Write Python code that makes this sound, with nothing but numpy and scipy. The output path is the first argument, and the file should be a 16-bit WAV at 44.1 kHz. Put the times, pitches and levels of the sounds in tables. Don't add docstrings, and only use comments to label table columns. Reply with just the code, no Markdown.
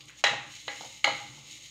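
import sys
import numpy as np
from scipy import signal
from scipy.fft import rfft, irfft
from scipy.io import wavfile
from scipy.ndimage import uniform_filter1d

SR = 44100
rng = np.random.default_rng(int(sys.argv[2]) if len(sys.argv) > 2 else 0)


def to_wav(s):
    ch = np.atleast_2d(s).T
    pcm = np.round(np.clip(ch, -1, 1) * 32767)
    wavfile.write(sys.argv[1], SR, pcm.astype(np.int16))


N = 74970
T = np.arange(N) / SR
HZ = np.fft.rfftfreq(N, 1 / SR)


def amp(db):
    return 10 ** (np.asarray(db) / 20)


def evened(x):
    return x / np.sqrt(np.mean(x ** 2) + 1e-20)


def read(points, hz):
    f, value = np.transpose(points)
    return np.interp(np.log(hz + 1), np.log(f), value)


def level(points):
    return amp(np.interp(T, *np.transpose(points)))


def add(mix, s, sound):
    part = mix[max(round(s * SR), 0):]
    part += sound[:len(part)]


def fade(t, t60):
    return np.exp(-np.log(1000) * t / t60)


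def random_phase(magnitude):
    phases = np.exp(2j * np.pi * rng.random(len(HZ)))
    return evened(irfft(magnitude * phases, N))


def tint(x, colour):
    gain = amp(np.maximum(read(colour, HZ), -100))
    cepstrum = irfft(np.log(evened(gain)), N)
    cepstrum[1:N // 2] *= 2
    cepstrum[N // 2 + 1:] = 0
    impulse_response = irfft(np.exp(rfft(cepstrum)), N)[:4096]
    return signal.fftconvolve(x, impulse_response)[:N]


# (f/Hz, t60/s)
ROOM_DECAY = [(100, 0.34), (400, 0.38), (1000, 0.55), (2800, 0.6), (5000, 0.47), (8000, 0.48), (16000, 0.3)]


def dying(x):
    hz, t, bands = signal.stft(x, SR, nperseg=256)
    decay = 1e-3 ** (t / read(ROOM_DECAY, hz)[:, None])
    return signal.istft(bands * decay, SR, nperseg=256)[1][:N]


def kitchen(x):
    tail = dying(rng.standard_normal(N))
    return signal.fftconvolve(x, tail / np.linalg.norm(tail))[:N]


def blow(colour, rise_s, hold_s, t60, tail_db):
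    contact = rng.choice([-1., 1.], N) * fade(np.maximum(T - hold_s, 0), t60)
    tail = amp(tail_db) * dying(rng.standard_normal(N))
    attack = np.minimum(T / rise_s, 1)
    return tint(attack * (contact + tail), colour)


RING_RISE_S = 0.002
FLUTTER_STEP_S = .008


def ring(modes, flutter=0):
    knots = np.arange(0, N / SR, FLUTTER_STEP_S)
    out = np.zeros(N)
    for hz, db, t60 in modes:
        waver = 1 + flutter * np.interp(T, knots, rng.standard_normal(len(knots)))
        sine = np.sin(2 * np.pi * (hz * T + rng.random()))
        out += amp(db) * fade(T, t60) * waver * sine
    return np.minimum(T / RING_RISE_S, 1) * out


# (t/s, bowl clash level/dB, sieve clash level/dB, bowl ring level/dB,
# sieve ring level/dB, base thump level/dB, low-pass cutoff f/Hz)
CLANK_EVENTS = [(0.2388, -15.5, -54, -26.5, -36, -31.5, 12000), (0.2664, -25, -30, -39, -63, -33, 4540),
                (0.6789, -30.5, -38, -52, -41.5, -40.5, 4080),
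                (1.0419, -28.5, -17.5, -47.5, -29, -35, 13000), (1.06, -47, -31.5, -46.5, -43, -51, 7150)]
# (f/Hz, relative level/dB, t60/s)
BOWL_MODES = [(535, -8, .35), (932, -12, .35), (1187, -7, .3), (1666, -8, .38), (1717, -11, .5),
              (1864, 1, .42), (1892, -3, .3), (1932, -5, .36), (1977, 2, .3), (2046, -6, .36),
              (2500, -9, .42), (2654, -7, .43), (2859, -6, .4), (3209, -6, .38), (3854, -9, .42),
              (3935, -2, .24), (3968, -2, .26), (4624, -13, .22)]
# (f/Hz, relative level/dB, t60/s)
SIEVE_MODES = [(290, -13, .45), (662, -14, .3), (910, -11, .28), (1156, -12, .4), (1188, -12, .25),
               (1660, -5, .38), (1984, -2, .36), (2051, -1, .29), (2161, -1.5, .28), (2255, -6, .34),
               (2422, -10, .28), (2957, -2, .33), (3090, -10, .3), (3790, -7, .2), (4148, -4, .28),
               (6675, -11, .28)]
# (f/Hz, relative level/dB, t60/s)
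BASE_MODES = [(481.6, -12.5, 0.38), (535.7, -6.5, 0.33), (581, 2.5, 0.051), (637, 1.5, 0.045)]
# (f/Hz, relative level/dB)
BOWL_CLASH_COLOUR = [(150, -52), (390, -13.5), (540, -2.5), (740, -6), (1200, -5), (1600, -3.5), (2000, 0),
                     (2700, -4), (3500, -5), (4000, -3), (4500, -15), (7000, -11), (8000, -25),
                     (11000, -41), (16000, -35)]
# (f/Hz, relative level/dB)
SIEVE_CLASH_COLOUR = [(150, -29), (300, 2.5), (420, -10), (560, -3), (800, -17), (1000, -18), (1200, 8.5),
                      (1480, 2), (1620, -2.5), (1800, -6.5), (2100, 16), (2550, -2), (2950, 8.5), (3450, 1),
                      (4100, 6.5), (5700, -16.5), (6650, 0.5), (7600, -17), (10000, -27), (16000, -30)]
CLASH = dict(rise_s=.001, hold_s=.004, t60=.022, tail_db=-10)
FLUTTER = .4
RING_WET_DB = -14.5
BOOM_DB, BOOM_RISE_S, BOOM_T60 = -25, 0.15, 0.3


def clanks():
    out = np.zeros(N)
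    for s, bowl_db, sieve_db, bowl_ring_db, sieve_ring_db, base_db, cutoff_hz in CLANK_EVENTS:
        bowl_clash = amp(bowl_db) * blow(BOWL_CLASH_COLOUR, **CLASH)
        sieve_clash = amp(sieve_db) * blow(SIEVE_CLASH_COLOUR, **CLASH)
        low_pass = signal.butter(2, cutoff_hz, fs=SR)
        clash = signal.lfilter(*low_pass, bowl_clash + sieve_clash)

        bowl_ring = amp(bowl_ring_db) * ring(BOWL_MODES, FLUTTER)
        sieve_ring = amp(sieve_ring_db) * ring(SIEVE_MODES, FLUTTER)
        rings = bowl_ring + sieve_ring
        thump = amp(base_db) * ring(BASE_MODES)

        boom_gain = amp(BOOM_DB) * np.hypot(amp(bowl_db), amp(sieve_db))
        boom = boom_gain * np.minimum(T / BOOM_RISE_S, 1) * fade(T, BOOM_T60) * rumble()
        add(out, s, clash + rings + thump + boom + amp(RING_WET_DB) * kitchen(rings))
    return out


# (t/s, level/dB, rise/s, damped at t/s)
NOTE_SWELLS = [(.245, -29.5, 0.0052, .5), (.685, -42, 0.005, 0.76), (1.043, -28, 0.0051, 1.158),
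               (1.19, -41, 0.026, 1.27)]
NOTE_HZ, FREE_T60, DAMPED_T60 = 818, 0.52, .1


def bowl_note():
    out = np.zeros(N)
    for s, db, rise_s, damped_s in NOTE_SWELLS:
        damping = fade(np.maximum(T + s - damped_s, 0), DAMPED_T60)
        note = ring([(NOTE_HZ, db, FREE_T60)])
        add(out, s, np.minimum(T / rise_s, 1) * damping * note)
    return out


# (t/s, level/dB, attack/s)
KNOCK_EVENTS = [(.3285, -31.5, 0.00066), (.8085, -41.5, 0.00047), (.832, -44.5, 0.0037), (.845, -45, 0.003),
                (1.0735, -24, 0.00067), (1.372, -53.5, 0.0034)]
# (f/Hz, relative level/dB)
KNOCK_COLOUR = [(80, -47), (160, -18.5), (300, -11.5), (400, -12.5), (520, -9.5), (850, 2.5), (1100, -12),
                (1400, -12), (2000, -41), (5000, -52), (16000, -65)]
BASE_KNOCK_DB = -10.5


def knocks():
    out = np.zeros(N)
    for s, db, rise_s in KNOCK_EVENTS:
        contact = blow(KNOCK_COLOUR, rise_s, hold_s=0.0011, t60=0.084, tail_db=-14)
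        base = amp(BASE_KNOCK_DB) * ring(BASE_MODES)
        add(out, s, amp(db) * (contact + base))
    return out


# (t/s, level/dB, centre f/Hz)
TICK_EVENTS = [(.0065, -42.5, 3350), (0.0549, -54, 6360), (.084, -47, 2620), (0.095, -47, 1800),
               (.102, -45.5, 2300), (0.192, -60, 6600), (0.214, -62, 5000), (0.8085, -44, 4140),
               (.846, -47, 5000), (1.512, -48, 3800)]
TICK_OCTAVES, TICK_SKIRT_DB = 0.82, -33


def ticks():
    out = np.zeros(N)
    for s, db, hz in TICK_EVENTS:
        octaves = np.log2((HZ + 1) / hz)
        peak = np.exp(-.5 * (octaves / TICK_OCTAVES) ** 2)
        colour = np.column_stack([HZ + 1, TICK_SKIRT_DB * (1 - peak)])
        tick = blow(colour, rise_s=0.0005, hold_s=0.002, t60=0.006, tail_db=-12)
        add(out, s, amp(db) * tick)
    return out


# (t/s, level/dB)
SLIDE_LEVEL = [(0, -52), (.065, -59), (.09, -50), (.125, -62), (.17, -57), (.2, -48), (.215, -55),
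               (.226, -64), (.46, -56.5), (.53, -47.5), (.66, -50.5), (.71, -46.5), (.86, -47.5),
               (.97, -48), (1.03, -53.5), (1.12, -47), (1.34, -51), (1.45, -52), (1.53, -45.5),
               (1.61, -51.5), (1.66, -47), (1.7, -52.5)]
# (f/Hz, relative level/dB)
MESH_COLOUR = [(200, -62), (1000, -39), (1700, -18), (2100, -0.5), (2500, -5), (2980, 1), (3400, -3),
               (4000, -0.5), (4600, -6.5), (5600, -7), (6200, -5.5), (6700, 3), (7700, -13), (9000, -16),
               (9700, -24), (15500, -27)]
GRAINS_PER_S, GRAIN_SPREAD_DB = 6200, 0.5
CLUMP_DB, CLUMP_SAMPLES = 1.3, 700
MESH_WET_DB = -2


def flour():
    struck = rng.random(N) < GRAINS_PER_S / SR
    strength = amp(GRAIN_SPREAD_DB * np.minimum(rng.exponential(1, N), 5))
    grains = struck * rng.standard_normal(N) * strength
    swing = evened(uniform_filter1d(rng.standard_normal(N), size=CLUMP_SAMPLES))
    clumped = grains * amp(CLUMP_DB * swing)
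    hiss = evened(irfft(rfft(clumped) * amp(read(MESH_COLOUR, HZ)), N))
    return level(SLIDE_LEVEL) * evened(hiss + amp(MESH_WET_DB) * kitchen(hiss))


# (f/Hz, width f/Hz, relative level/dB)
RUMBLE_MODES = [(58, 18, -16), (118, 15.3, 0.5), (139.3, 13.3, 1.5), (219, 24, -6), (297, 10, -1),
                (340.3, 16.3, -7.5), (522, 85, -15), (833, 29, -11.5), (1170, 210, -15.5)]


def rumble():
    power = np.zeros(len(HZ))
    for hz, width, db in RUMBLE_MODES:
        power += amp(db) ** 2 / (1 + ((HZ - hz) / width) ** 2) ** 2
    return random_phase(np.sqrt(power))


# (t/s, level/dB)
HANDLING_LEVEL = [(0, -59), (.12, -60), (.23, -64.5), (.32, -50), (.4, -51.5), (.5, -57), (.63, -66),
                  (.69, -59.5), (.8, -58.5), (.87, -57.5), (.95, -64.5), (1.03, -66.5), (1.11, -50),
                  (1.22, -57), (1.33, -56), (1.45, -58), (1.7, -66)]


def handling():
    return level(HANDLING_LEVEL) * rumble()


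HUM_HZ, HUM_DB = 56, -72


def hum():
    return amp(HUM_DB) * np.sqrt(2) * np.sin(2 * np.pi * (HUM_HZ * T + rng.random()))


# (f/Hz, relative level/dB)
AIR_COLOUR = [(30, -24), (600, 0.5), (3000, -32.5), (15000, -60)]
AIR_DB = -76


def air():
    return amp(AIR_DB) * random_phase(amp(read(AIR_COLOUR, HZ)))


def scene():
    struck = clanks() + bowl_note() + knocks() + ticks()
    return (struck + flour() + handling() + hum() + air())[None]


EDGE_HZ = 15750


def record(dry):
    low_pass = signal.firwin(511, EDGE_HZ, window=("kaiser", 9), fs=SR)
    return signal.oaconvolve(dry, low_pass[None], "same")


dry = scene()
out = record(dry)
to_wav(out)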